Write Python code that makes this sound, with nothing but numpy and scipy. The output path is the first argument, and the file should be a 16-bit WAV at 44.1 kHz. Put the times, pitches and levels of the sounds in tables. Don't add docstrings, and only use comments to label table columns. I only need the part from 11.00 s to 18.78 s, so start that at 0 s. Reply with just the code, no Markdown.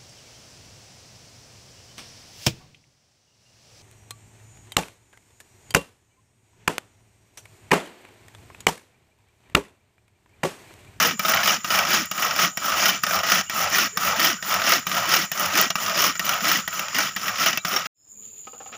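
import sys
import numpy as np
from scipy import signal
from scipy.fft import rfft, irfft
from scipy.io import wavfile

SR = 44100
rng = np.random.default_rng(int(sys.argv[2]) if len(sys.argv) > 2 else 0)


def decibels_to_gain(level_db):
    exponent = np.asarray(level_db, float) / 20
    return 10 ** exponent


def master_out(mix):
    frames = np.transpose(np.atleast_2d(mix))
    ceiling = np.clip(frames, -1, 1)
    pcm = np.round(ceiling * 32767).astype(np.int16)
    wavfile.write(sys.argv[1], SR, pcm)


N = 342912
T = np.arange(N) / SR
HZ = np.maximum(np.fft.rfftfreq(8192, 1 / SR), 1)
CUT_S, END_S = 6.869, 7.775

# time in seconds, level in dB.
CICADA_LEVELS = [
    [(0, -42), (1.5, -41.5), (3, -41), (4.5, -41), (5.8, -39.5), (6.9, -46)],
    [(6.94, -63.5), (7.0, -62), (7.08, -55.5), (7.1, -47.5), (7.25, -42.5), (7.45, -44.5), (7.78, -44)],
]
# low edge in Hz, high edge in Hz, level in dB.
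SONG_BANDS = [
    (6720, 7300, 0.1),
    (8880, 9330, -23),
    (13400, 15700, -17),
]
# centre in Hz, width in Hz, start in seconds, end in seconds, level in dB.
CRICKETS = [(5220, 130, 6.95, 7.1, -71), (5130, 200, 7.04, 7.18, -72), (4640, 110, 7.23, 7.38, -71),
            (4760, 70, 7.42, 7.9, -72), (1250, 50, 7.19, 7.31, -74), (1250, 50, 7.34, 7.42, -76),
            (1090, 90, 7.1, 7.25, -77), (215, 60, 7.12, 7.33, -68), (430, 120, 7.1, 7.45, -65),
            (2620, 140, 7.25, 7.43, -73), (2420, 75, 7.13, 7.25, -73)]
# time in seconds, air in dB, rustle in dB.
YARD_LEVELS = [(6.93, -92, -84), (7.074, -69.5, -88.5), (7.122, -69.5, -91.5), (7.218, -67, -62.5),
               (7.3, -67, -61), (7.33, -66, -73), (7.37, -66.5, -59), (7.46, -64, -63)]
# frequency in Hz, density in dB per Hz.
AIR_COLOUR = [(25, -22.5), (100, 0), (400, -10.5), (1700, -19.5), (4000, -21.5), (6200, -23.5), (7750, -40),
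              (8050, -75), (8350, -39), (11500, -34.5), (15500, -38.5)]
# frequency in Hz, density in dB per Hz.
RUSTLE_COLOUR = [(700, -21), (1500, -17), (2500, -1.5), (3500, -2), (4500, -7.5), (6000, -12),
                 (9000, -34.5)]
# time in seconds, peak in dB, treble in dB relative to the peak, t60 in seconds.
TAPS = [(7.47, -25.5, -14, 0.095), (7.531, -32, -23, 0.315), (7.602, -29.5, -16.5, 0.23),
        (7.659, -36.5, -6.5, 0.145), (7.689, -35.5, -28.5, 0.12), (7.719, -36.5, -13, .1),
        (7.726, -31.5, -4.5, 0.141), (7.745, -35.5, -8.5, 0.089), (7.736, -37, -7.5, 0.15),
        (7.75, -36, -9, 0.1)]
# frequency in Hz, density in dB per Hz.
TAP_COLOUR = [(71, -57), (120, -27.5), (248, -7), (345, -12), (369, -10.5), (464, -13), (513, -8),
              (841, -3.5), (976, -16), (1270, -4.5), (1950, -25), (4610, -52.5), (6200, -41), (8060, -66.5),
              (13600, -120)]
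# frequency in Hz, level in dB, t60 in seconds.
PAN_MODES = [(240.1, -11, 0.08), (483.7, -9.5, 0.109), (780.5, -10, 0.124), (1096, -5, 0.096),
             (1260, -9, 0.09), (1750, -13, .07), (2510, -15, 0.084), (2850, -14, .05)]

# frequency in Hz, density in dB per Hz.
SHELL_COLOUR = [(21, -63.5), (35, -45), (177, -13), (426, -14), (653, -8.5), (958, -11), (1280, 1.5),
                (1720, -3), (2950, -4), (3960, -14.5), (5420, -15), (6790, -10), (7600, -24), (9880, -52),
                (16700, -120)]
# centre in Hz, width in Hz, height in dB above the shell.
BOWL_MODES = [(79.4, 12, 7.5), (187.3, 79.5, 12), (340, 37, 2.5), (660.4, 170, 3), (815, 60, -1),
              (1280, 42, 4), (1905.3, 94, 7), (2335, 21, 8), (2964, 310, 2), (4456, 370, -1.5),
              (5283, 990, 9.5), (5904, 540, 4.5)]
# frequency in Hz, level in dB.
MIC_TREBLE = [(7000, -15.5), (7600, -21.5), (8200, -26.5), (9200, -21), (10500, -19), (13000, -22.5),
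              (14200, -23), (14900, -5), (15600, -18)]
# frequency in Hz, level in dB.
SPOTS = [(660, -14), (820, -17), (1500, -10.5), (1890, -10.5), (2330, -13), (2900, -11), (3330, -18.5),
         (3750, -19.5), (5350, -12.5), (5950, -16)]
SPOT_SPREAD_DB, SPOT_DETUNE = 4.5, 0.03026

# pull at full speed in seconds, its level in dB, rewind at full speed in seconds,
# its level in dB, rewind run-out to 10 dB under full speed in seconds.
STROKES = [(-.1, -15, 0.0238, -18, 0.0925), (0.326, -22, 0.4912, -19.5, 0.1055),
           (0.77, -22, 0.936, -20, 0.1149), (1.25, -25, 1.44, -18.5, 0.0466),
           (1.707, -25, 1.83, -20.5, 0.1455), (2.148, -24.5, 2.33, -19.5, 0.1445),
           (2.624, -24, 2.776, -20, 0.1222), (3.084, -23.5, 3.253, -18, 0.0828),
           (3.544, -23.5, 3.71, -17.5, 0.0824), (3.981, -24.5, 4.145, -19.5, 0.1424),
           (4.44, -25.5, 4.61, -17, 0.07), (4.871, -25.5, 5.03, -18, 0.1044),
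           (5.311, -26, 5.5, -20, 0.1247), (5.799, -30.5, 5.99, -24, 0.1726),
           (6.283, -29, 6.46, -18.5, 0.0715), (6.75, -26, 6.894, -28.5, 0.04)]
PULL_RISE_S, PULL_FALL_S, REWIND_RISE_S = 0.0922, 0.1088, 0.0774
IDLE_DB = -49
TABLE_SHARE = (-8, -19, -13, -13, -11)
LID_SHARE = (-9, -4.5, -12.0, -18.5, -25.5)
GEAR_SHARE = (-5, -9.5, -5, -6.5, -4)
EDGE_SHARE = (-0.5, -12.5, -5.5, -9.5, -5.5)
HUM_SHARE = (7.5, 3.5, -3.5, -7, 0)
# start in seconds, end in
# seconds, loss in dB.
LULLS = [(0.133, 0.176, 4.5), (0.566, 0.629, 8), (0.658, 0.703, 3), (0.458, 0.472, 6.5), (1.06, 1.115, 5.5),
         (1.471, 1.561, 4.5), (1.984, 2.018, 6), (2.21, 2.227, 4.5), (2.411, 2.491, 14), (2.51, 2.547, 0.5),
         (2.874, 2.963, 10.5), (3.381, 3.427, 0.5), (3.711, 3.716, 2), (4.251, 4.317, 9.5), (4.69, 4.69, 2),
         (5.108, 5.151, 6), (5.201, 5.248, 2), (5.611, 5.674, 5.5), (5.9, 5.944, 5), (6.086, 6.157, 6),
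         (6.439, 6.459, 5), (6.543, 6.572, -10.5), (6.601, 6.644, 5), (6.816, 6.88, 5)]
LULL_ONSET_S = 0.016
# middle in seconds, top pitch in
# Hz, half length in seconds, level in dB.
WHIRRS = [(.08, 330, 0.075, -36), (.48, 330, 0.11, -44.5), (0.939, 370, 0.096, -37.5),
          (1.414, 360, 0.092, -43), (1.876, 401, 0.07, -36.5), (2.33, 378.4, 0.068, -39),
          (2.789, 380.4, 0.083, -39.5), (3.255, 355.5, 0.088, -34.5), (3.712, 379, 0.08, -37.5),
          (4.144, 370, 0.093, -36.5), (4.601, 408.6, 0.067, -33), (5.024, 399, 0.086, -35.5),
          (5.501, 329, .09, -35), (6.004, 299.4, 0.057, -40), (6.468, 343, 0.084, -41.5),
          (6.746, 419.5, 0.031, -35.5)]

# time in seconds, peak in dB, ring in Hz.
CLACKS = [(.193, -9, 1260), (.644, -12, 1223), (1.1122, -12, 1266), (1.572, -11.5, 1260), (2.035, -7, 1260),
          (2.496, -14, 1887), (2.971, -7.5, 1210), (3.4244, -17, 1864), (3.8668, -11.5, 1203),
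          (4.315, -13.5, 1807), (4.702, -9.5, 2855), (4.754, -9.5, 1172), (5.194, -11, 1863),
          (5.676, -14, 1910), (6.162, -13, 1879), (6.573, -10, 2654), (6.648, -9, 1230)]
# time in seconds, peak in dB, ring in Hz, t60 in seconds.
CHOPS = [(0.248, -7.5, 1260, 0.049), (0.282, -8, 1287, 0.0327), (.335, -3, 1279, 0.0283),
         (.37, -8.5, 2199, 0.063), (.704, -11, 1309, 0.08), (0.74, -16.5, 1350, 0.038),
         (.789, -3.5, 2310, 0.0266), (1.176, -15, 1280, 0.112), (1.222, -10.5, 1335, 0.036),
         (1.259, -20.5, 1340, 0.054), (2.065, -9.5, 1280, 0.048), (2.108, -9.5, 1520, 0.0365),
         (2.16, -14, 1280, 0.075), (2.232, -13.5, 1259, 0.214), (2.622, -22, 1315, 0.066),
         (3.507, -13, 1280, 0.057), (3.914, -11.5, 1219, 0.047), (3.966, -13.5, 1330, 0.09),
         (5.243, -16, 1342, 0.049), (5.291, -7, 1410, 0.0265), (5.333, -16.5, 1280, 0.033),
         (5.7925, -9.5, 2736, 0.0351), (6.279, -10.5, 1355, 0.068), (6.762, -6.5, 1234, 0.0493)]
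# time in seconds, peak in dB, ring in Hz, t60 in seconds.
SKIPS = [(0.023, -13, 1699, 0.124), (.475, -6, 1280, 0.056), (1.361, -12.5, 1260, 0.03),
         (1.388, -11, 1260, 0.244), (1.855, -6.5, 1445, 0.103), (1.883, -11, 3057, 0.13),
         (2.318, -4, 1399, 0.0477), (2.782, -8.5, 1437, 0.09), (3.242, -10, 1280, 0.034),
         (3.72, -3, 1239, 0.058), (4.092, -14, 1347, 0.071), (4.552, -9.5, 1750, 0.049),
         (4.572, -12, 1375, 0.24), (5.039, -8, 1260, 0.0244), (5.442, -13, 1286, 0.091),
         (5.514, -4.5, 1325, 0.0413), (5.984, -8, 1475, 0.053), (6.461, -6.5, 1427, 0.046)]
# time in seconds, peak in dB.
SNAPS = [(0.704, -13.5), (0.788, -6), (3.245, -13.5), (3.269, -13), (3.719, -11.5), (6.77, -13.5),
         (6.573, -15), (1.057, -32.5), (1.418, -12), (2.3, -19), (2.318, -10.5), (2.701, -17.5),
         (3.692, -10.5), (5.292, -9), (6.464, -21.5), (5.022, -10), (4.896, -15), (4.862, -15),
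         (5.883, -18), (5.04, -11), (4.704, -14), (5.194, -15), (.887, -14), (.907, -13)]
# time in seconds, peak in dB, ring in Hz.
KNOCKS = [(0.048, -6, 2820), (0.108, -12, 2816), (0.431, -6.5, 1720), (0.457, -3.5, 1260),
          (0.502, -9.5, 1260), (0.676, -25.5, 1290), (0.824, -9.5, 1275), (0.85, -10.5, 1280),
          (0.904, -6.5, 1666), (0.93, -10, 2900), (1.293, -16.5, 1280), (1.308, -6.5, 1335),
          (1.629, -18.5, 1204), (1.642, -15.5, 1280), (1.717, -8.5, 1340), (1.767, -12, 1318),
          (1.801, -13, 1390), (2.189, -11.5, 1244), (2.264, -16.5, 1280), (2.286, -10.5, 1240),
          (2.754, -12, 1326), (3.048, -14, 1170), (3.109, -14.5, 1247), (3.16, -13.5, 1288),
          (3.194, -6.5, 1850), (3.214, -10.5, 1880), (3.269, -7.5, 1861), (3.299, -12, 1950),
          (3.47, -26, 1310), (3.539, -11.5, 1260), (3.616, -7.5, 1265), (3.639, -10, 1323),
          (3.665, -5.5, 1260), (3.942, -10.5, 1363), (4.054, -11, 1267), (4.138, -1, 1850),
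          (4.375, -15, 1317), (4.453, -13.5, 1280), (4.8, -21, 1530), (4.831, -20, 1280),
          (4.861, -10.5, 1227), (4.895, -13, 1273), (4.937, -16.5, 1312), (5.153, -16, 1400),
          (5.405, -12, 1290), (5.727, -15.5, 1327), (5.856, -21.5, 1330), (5.882, -17, 1260),
          (5.946, -10, 2806), (5.963, -10.5, 1882), (6.003, -7, 1323), (6.212, -33.5, 1250),
          (6.256, -16, 1287), (6.33, -19, 1260), (6.356, -13.5, 1280), (6.428, -10.5, 1435),
          (6.529, -7, 2940), (6.71, -13, 1440), (6.737, -8, 1435), (6.856, -11.5, 1280)]
CLACK_T60_S, CLACK_RATTLE_DB, CHOP_RATTLE_DB, SKIP_RATTLE_DB = 0.048, -13.0, -18.5, -14.5
SNAP_T60_S, SNAP_RATTLE_DB, SNAP_HZ = 0.0063, -2, 6280
KNOCK_T60_S, KNOCK_RATTLE_DB, KNOCK_DB = 0.0445, -13.5, -3.5
THUD_HZ, THUD_DB, THUD_T60_S = 180.2, -17.5, 0.0526
# time in seconds, peak in dB.
CHIPS = [(0.0238, -20), (0.193, -21), (0.3217, -25), (0.4349, -25), (0.4584, -23), (0.473, -16.5),
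         (0.643, -34.5), (0.7862, -19.5), (0.849, -29.5), (0.9408, -18), (1.0553, -24), (1.1127, -24),
         (1.2221, -25.5), (1.3618, -27.5), (1.5715, -23.5), (1.8253, -23), (1.8557, -18.5), (1.881, -14.5),
         (2.0331, -20.5), (2.065, -24.5), (2.2994, -19.5), (2.3171, -20), (2.3498, -18.5), (2.496, -26.5),
         (2.6395, -21), (2.7003, -26), (2.7501, -26.5), (2.783, -17.5), (2.9714, -21), (3.201, -17),
         (3.2443, -16.5), (3.5401, -18.5), (3.6726, -24), (3.692, -13.5), (3.7174, -17), (3.8671, -33.5),
         (4.0896, -22.5), (4.138, -16), (4.3161, -24), (4.3957, -17), (4.4575, -19.5), (4.5531, -21.5),
         (4.574, -16.5), (4.7046, -29), (4.7559, -27.5), (4.989, -21.5), (5.0397, -19), (5.1936, -24),
         (5.2915, -19.5), (5.4415, -24.5), (5.4824, -19.5), (5.5137, -22), (5.678, -28), (5.7933, -21.5),
         (5.9466, -27), (5.9843, -18.5), (6.162, -27), (6.46, -20.5), (6.574, -37), (6.6514, -29.5)]
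CHIP_T60_S, CHIP_DB = 0.0195, 2
# start in seconds, length in seconds, first pitch in Hz,
# last pitch in Hz, level in dB.
SQUEAKS = [(0.044, 0.046, 444, 519, -28.5), (2.463, 0.0275, 2900, 2850, -35.5),
           (2.925, 0.059, 390, 503, -45.5), (2.938, 0.038, 1660, 1860, -45),
           (3.357, 0.055, 1390, 1500, -36), (3.799, 0.055, 1880, 1844, -43),
           (6.597, .04, 1490, 1550, -54.5), (6.584, 0.039, 3780, 3830, -43)]
# time in seconds, peak in dB, pitch in Hz.
TUGS = [(0.331, -38.5, 83), (0.712, -41.5, 102.8), (0.923, -40, 106.7), (1.249, -51, 89), (1.72, -43, 72.7),
        (2.156, -39.5, 84.3), (2.627, -40, 88.8), (3.062, -39, 83.6), (3.559, -41.5, 87.5),
        (3.986, -40, 109.2), (4.459, -39.5, 95.8), (4.838, -42.5, 106.6), (5.291, -48.5, 78.5),
        (6.299, -45, 108)]
TUG_RISE_S, TUG_DB = 0.022, -2


def in_time(rows):
    s, *columns = np.transpose(rows)
    return [np.interp(T, s, column) for column in columns]


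def at_hz(points):
    hz, db = np.array(points).T[:2]
    return np.interp(np.log(HZ), np.log(hz), db)


def rms_one(x):
    return x / np.sqrt(np.mean(x ** 2) + 1e-20)


def coloured(x, shape_db):
    cepstrum = irfft(np.log(decibels_to_gain(np.maximum(shape_db, -120))))
    cepstrum[1:4096] *= 2
    cepstrum[4097:] = 0
    response = irfft(np.exp(rfft(cepstrum)))
    response = response / np.sqrt(np.sum(response ** 2))
    return signal.oaconvolve(x, response)[:N]


def region_db(low_hz, high_hz, order=6):
    low_skirt = 1 + (low_hz / HZ) ** (2 * order)
    high_skirt = 1 + (HZ / high_hz) ** (2 * order)
    return -10 * np.log10(low_skirt * high_skirt)


def resonance_db(hz, width):
    return -20 * np.log10(1 + (2 * (HZ - hz) / width) ** 2)


def drift(rate):
    r = np.exp(-2 * np.pi * rate / SR)
    noise = rng.standard_normal(N + SR)
    return rms_one(signal.lfilter([1], [1, -2 * r, r * r], noise)[SR:])


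def grains(per_s, spread_db, clump_db):
    sizes = decibels_to_gain(spread_db * np.minimum(rng.exponential(1, N), 4)) * rng.choice([-1, 1], N)
    born = rng.random(N) < per_s / SR
    return rms_one(sizes * born * decibels_to_gain(clump_db * drift(50)))


def bursts(times, levels_db, t60s, noise):
    out = np.zeros(N)
    for s, level_db, t60 in zip(times, levels_db, t60s):
        t60, start = max(t60, .005), round(s * SR)
        t = T[:int(t60 * SR)][:N - start]
        out[start:][:len(t)] += decibels_to_gain(level_db - 60 * t / t60) * np.minimum(t / 0.001375, 1)
    return out * noise


def cicadas():
    before, after = (in_time(rows)[0] for rows in CICADA_LEVELS)
    flutter = rms_one(decibels_to_gain(1.1 * drift(25) + 2.0 * drift(150)))
    song = np.zeros(N)
    for low_hz, high_hz, db in SONG_BANDS:
        singers = flutter * rng.standard_normal(N)
        song += decibels_to_gain(db) * coloured(singers, 1.5 * region_db(low_hz, high_hz, order=40))
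    return decibels_to_gain(np.where(T < CUT_S + .04, before, after)) * song


def crickets():
    out = np.zeros(N)
    for hz, width, start, end, db in CRICKETS:
        swell = np.clip(np.minimum((T - start) / .04, (end - T) / .05), 0, 1)
        tone = (width <= 70) * np.sqrt(8 * width / SR) * np.sin(2 * np.pi * hz * T)
        out += decibels_to_gain(db) * swell * coloured(rng.standard_normal(N) + tone, resonance_db(hz, width))
    return out


def pan_rings(gain_db):
    out, t = np.zeros(N + SR), T[:SR // 4]
    hz, db, t60 = np.transpose(PAN_MODES)[..., None]
    strengths = rng.standard_normal((len(TAPS), len(PAN_MODES), 1))
    for (s, peak_db, *_), uneven in zip(TAPS, strengths):
        decay = decibels_to_gain(peak_db + gain_db + db + 4.33 * uneven - 60 * t / t60)
        modes = decay * np.sin(2 * np.pi * hz * t)
        out[round(s * SR):][:len(t)] += modes.sum(0) * np.minimum(t / 0.00186, 1)
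    return out[:N]


def yard():
    air_db, rustle_db = in_time(YARD_LEVELS)
    air = decibels_to_gain(air_db + 3.0 + 1.0 * drift(8.1)) * coloured(rng.standard_normal(N), at_hz(AIR_COLOUR))
    leaves = grains(6000, spread_db=1.5, clump_db=3)
    rustle = decibels_to_gain(rustle_db + .5) * coloured(leaves, at_hz(RUSTLE_COLOUR))
    s, peak_db, treble_db, t60 = np.transpose(TAPS)
    noise, pan_db = rng.standard_normal(N), at_hz(TAP_COLOUR)
    dull = coloured(bursts(s, peak_db - 12, 0.747 * t60, noise), 1.21 * pan_db + region_db(1, 1975))
    bright = bursts(s, peak_db + treble_db - 3.0, 0.74 * t60, noise)
    bright = coloured(bright, pan_db + region_db(2690, 5520))
    return air + rustle + dull + bright + crickets() + pan_rings(gain_db=-7.5)


def tugs():
    out, t = np.zeros(N), T[:SR // 3]
    swell = t / TUG_RISE_S * np.exp(1 - t / TUG_RISE_S)
    for s, db, hz in TUGS:
        out[round(s * SR):][:len(t)] += decibels_to_gain(db + TUG_DB) * swell * np.sin(2 * np.pi * hz * t)
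    return out


def thuds():
    out, t = np.zeros(N), T[:SR // 8]
    ring = np.sin(2 * np.pi * THUD_HZ * t) * np.minimum(t / 0.0027, 1)
    for s, db, _ in CLACKS:
        out[round(s * SR):][:len(t)] += decibels_to_gain(db + THUD_DB - 60 * t / THUD_T60_S) * ring
    return out


def creaks():
    out, waver = np.zeros(N), drift(55)
    for s, length, from_hz, to_hz, db in SQUEAKS:
        share = np.clip((T - s) / length, 0, 1)
        pitch = (from_hz + (to_hz - from_hz) * share) * (1 + .03 * waver)
        tone = np.sin(2 * np.pi * np.cumsum(pitch) / SR)
        swell = np.sqrt(np.sin(np.pi * share).clip(0)) * (share < 1)
        out += decibels_to_gain(db - 2.5 + 4.5 * waver) * swell * tone
    return out


def whirr():
    pitch, level = np.full(N, 150.), np.zeros(N)
    for middle, top_hz, half, db in WHIRRS:
        reach = np.where(T < middle, half, 1.15 * half)
        arc = np.clip(1 - ((T - middle) / reach) ** 2, 0, 1)
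        pitch = np.where(arc > 0, top_hz * (.42 + 0.56 * arc ** .8), pitch)
        tilt_db = 1.5 * np.clip((T - middle) / half, -1, 1)
        level += decibels_to_gain(db + tilt_db) * np.minimum(3 * arc, 1)
    turn = 2 * np.pi * np.cumsum(pitch * (1 + .055 * drift(35))) / SR
    table = decibels_to_gain(5.0 / (1 + ((pitch - THUD_HZ) / 50) ** 2))
    return level * table * (.7 + .5 * drift(55)) * (np.sin(turn) + decibels_to_gain(-17) * np.sin(2 * turn))


def chips(noise):
    s, db = np.transpose(CHIPS)
    ticks = bursts(s, db + CHIP_DB, CHIP_T60_S + 0 * s, noise)
    return coloured(ticks, at_hz(MIC_TREBLE) + region_db(7800, 17900))


def loose_bits(per_s, cycles, count=28):
    clicks = grains(per_s, spread_db=2.5, clump_db=1.56)
    dealt, out = rng.integers(0, count, N), np.zeros(N)
    for k, hz in enumerate(np.geomspace(480, 7400, count)):
        r, w = decibels_to_gain(-60 * hz / (cycles * SR)), 2 * np.pi * hz / SR
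        patch = decibels_to_gain(np.interp(T, np.linspace(0, T[-1], 120), 3.66 * rng.standard_normal(120)))
        ring = signal.lfilter([0, 1], [1, -2 * r * np.cos(w), r * r], clicks * (dealt == k) + 1e-18)
        out += np.sqrt(hz) * patch * rms_one(ring)
    return rms_one(out)


def all_blows():
    clacks = [(s, db, CLACK_RATTLE_DB, CLACK_T60_S, hz) for s, db, hz in CLACKS]
    chops = [(s, db, CHOP_RATTLE_DB, t60, hz) for s, db, hz, t60 in CHOPS]
    skips = [(s, db, SKIP_RATTLE_DB, t60, hz) for s, db, hz, t60 in SKIPS]
    snaps = [(s, db, SNAP_RATTLE_DB, SNAP_T60_S, SNAP_HZ) for s, db in SNAPS]
    knocks = [(s, db + KNOCK_DB, KNOCK_RATTLE_DB, KNOCK_T60_S, hz) for s, db, hz in KNOCKS]
    return clacks + chops + skips + snaps + knocks


def blow_rings(gain_db, length):
    out, blows = np.zeros(N), all_blows()
    spot_hz, spot_db = np.transpose(SPOTS)[..., None]
    chances = rng.standard_normal((len(blows), 2, len(SPOTS), 1))
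    for (s, peak_db, _, t60, hz), (uneven, detune) in zip(blows, chances):
        t = T[:int(max(length * t60, .005) * SR)]
        struck = np.sin(2 * np.pi * hz * t)
        others = np.sin(2 * np.pi * spot_hz * (1 + SPOT_DETUNE * detune) * t)
        others = decibels_to_gain(spot_db + SPOT_SPREAD_DB * uneven) * others
        decay = decibels_to_gain(peak_db + gain_db - 60 * t / t[-1]) * np.minimum(t / 0.00251, 1)
        out[round(s * SR):][:len(t)] += decay * (struck + others.sum(0))
    return out


def slack_db(blows, depth_db, lead_s):
    catches = np.array(blows)[:, 0]
    to_go = np.append(catches, 99)[np.searchsorted(catches, T)] - T
    return -depth_db * np.exp(-to_go / lead_s)


def lull_db():
    return -sum(db * np.clip((T - start) / LULL_ONSET_S, 0, 1) * (T < end) for start, end, db in LULLS)


def hump(middle, top_db, rise, fall, steep):
    rising = T < middle
    away = np.abs((T - middle) / np.where(rising, rise, fall))
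    return decibels_to_gain(2 * top_db - 20 * away ** np.where(rising, 1.79, steep))


def work():
    pull, late, rewind, ending = np.zeros((4, N))
    for pull_s, pull_db, back_s, back_db, fall in STROKES:
        pull += hump(pull_s, pull_db, PULL_RISE_S, PULL_FALL_S, steep=1.62)
        late += np.clip((T - pull_s) / 0.12 + 0.343, 0, 1) * (T > pull_s - .2) * (T < back_s)
        rewind += hump(back_s, back_db, REWIND_RISE_S, fall, steep=1.775)
        ending += np.clip((T - back_s) / fall - .3, 0, 1) * (T < back_s + .2)
    idle = np.full(N, decibels_to_gain(2 * IDLE_DB))
    states = np.array([pull * (1 - late), pull * late, rewind * (1 - ending), rewind * ending, idle])
    total = states.sum(0)
    shares = (TABLE_SHARE, LID_SHARE, GEAR_SHARE, EDGE_SHARE, HUM_SHARE)
    return [10 * np.log10(total)] + [np.dot(share, states) / total for share in shares]


def chopper():
    body_db = np.where(HZ < 7000, at_hz(SHELL_COLOUR), at_hz(MIC_TREBLE)) + region_db(45, 30000, order=1)
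    body_db = body_db + sum(db / (1 + (2 * (HZ - hz) / width) ** 2) for hz, width, db in BOWL_MODES)
    bowl_db, table_db, lid_db, gear_db, edge_db, hum_db = work()
    bowl_db = bowl_db + lull_db() + 1.5
    bowl_db += slack_db(CLACKS, depth_db=7.5, lead_s=0.059)
    bowl_db += slack_db(sorted(all_blows()), depth_db=3.0, lead_s=0.00808)
    s, peak_db, rattle_db, t60, _ = np.transpose(all_blows())
    knock_db = -22.5
    contacts, crack = grains(5000, spread_db=3.0, clump_db=0.0), rng.standard_normal(N)
    ticks = grains(1800, spread_db=8.0, clump_db=4.0)
    judder_db = 1.078 * drift(57)
    bits = loose_bits(3200, cycles=50)
    teeth = bits + decibels_to_gain(-4.0) * grains(500, spread_db=5.0, clump_db=3.0)
    settled = np.clip((T - 5.3) / 0.39, 0, 1)
    # low Hz, high Hz, steady dB, blow dB, share of contacts, blow length factor, loose layer, its dB.
    parts = [
        (1, 124.8, -.6 * bowl_db - 39.5, knock_db - 21.0, 0.18, 0.64, ticks, -19.5),
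        (138.5, 442, table_db - 4.5, knock_db - 4.0, 0.44, 1.07, ticks, -26.0),
        (501.1, 1059, lid_db - 4.5 - 2.8 * settled, knock_db, 0.59, 1.58, bits, 9.0),
        (916, 4120, -3.5, -10.5, 0.4, 1.042, teeth, 0.5),
        (3902, 7120, gear_db - 0.5, rattle_db, 0.56, 1.164, teeth, 2.0),
        (7660, 11870, edge_db + 0.0835 * bowl_db - 5.5, rattle_db - 10.0, 0.92, 1.0, ticks, 0.0),
        (13300, 14370, edge_db + 0.13 * bowl_db - 3.0, rattle_db, 0.1, 0.38, ticks, 9.5)]
    gusts = decibels_to_gain(0.832 * bowl_db + hum_db - 16.5 + 3.0 * drift(30)) * crack
    out = coloured(gusts, resonance_db(1275, 220))
    out += coloured(whirr(), region_db(125, 900, order=4)) * decibels_to_gain(-14.5)
    out += creaks() + thuds() + tugs() + chips(crack) + blow_rings(gain_db=-8.0, length=1.112)
    for low_hz, high_hz, steady_db, blow_db, grainy, ring, loose, loose_db in parts:
        smooth = np.sqrt(1 - grainy) * rng.standard_normal(N) * decibels_to_gain(1.5 * drift(28))
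        rattle = np.sqrt(grainy) * contacts + smooth + decibels_to_gain(loose_db - 7.5) * loose
        shake = decibels_to_gain(bowl_db + steady_db + judder_db - 2.0) * rattle
        blows = bursts(s, peak_db + blow_db, ring * t60, crack)
        out += coloured(shake + blows, body_db + region_db(low_hz, high_hz))
    return out


def scene():
    first = np.where(T < CUT_S, 1, decibels_to_gain(-46 - 5000 * (T - CUT_S)))
    second = np.clip((T - 6.945) / .06, 0, 1) * (T < END_S)
    return (first * chopper() + (first + second) * cicadas() + second * yard())[None]


def roll_off(x):
    return signal.sosfilt(signal.butter(12, 16800, fs=SR, output="sos"), x)


def record(dry):
    low_pass = signal.cheby2(16, 40, 15780, fs=SR, output="sos")
    cut = signal.sosfilt(low_pass, dry)
    return roll_off(1.574 * np.tanh(cut / 1.6132))


dry = scene()
out = record(dry)
master_out(out)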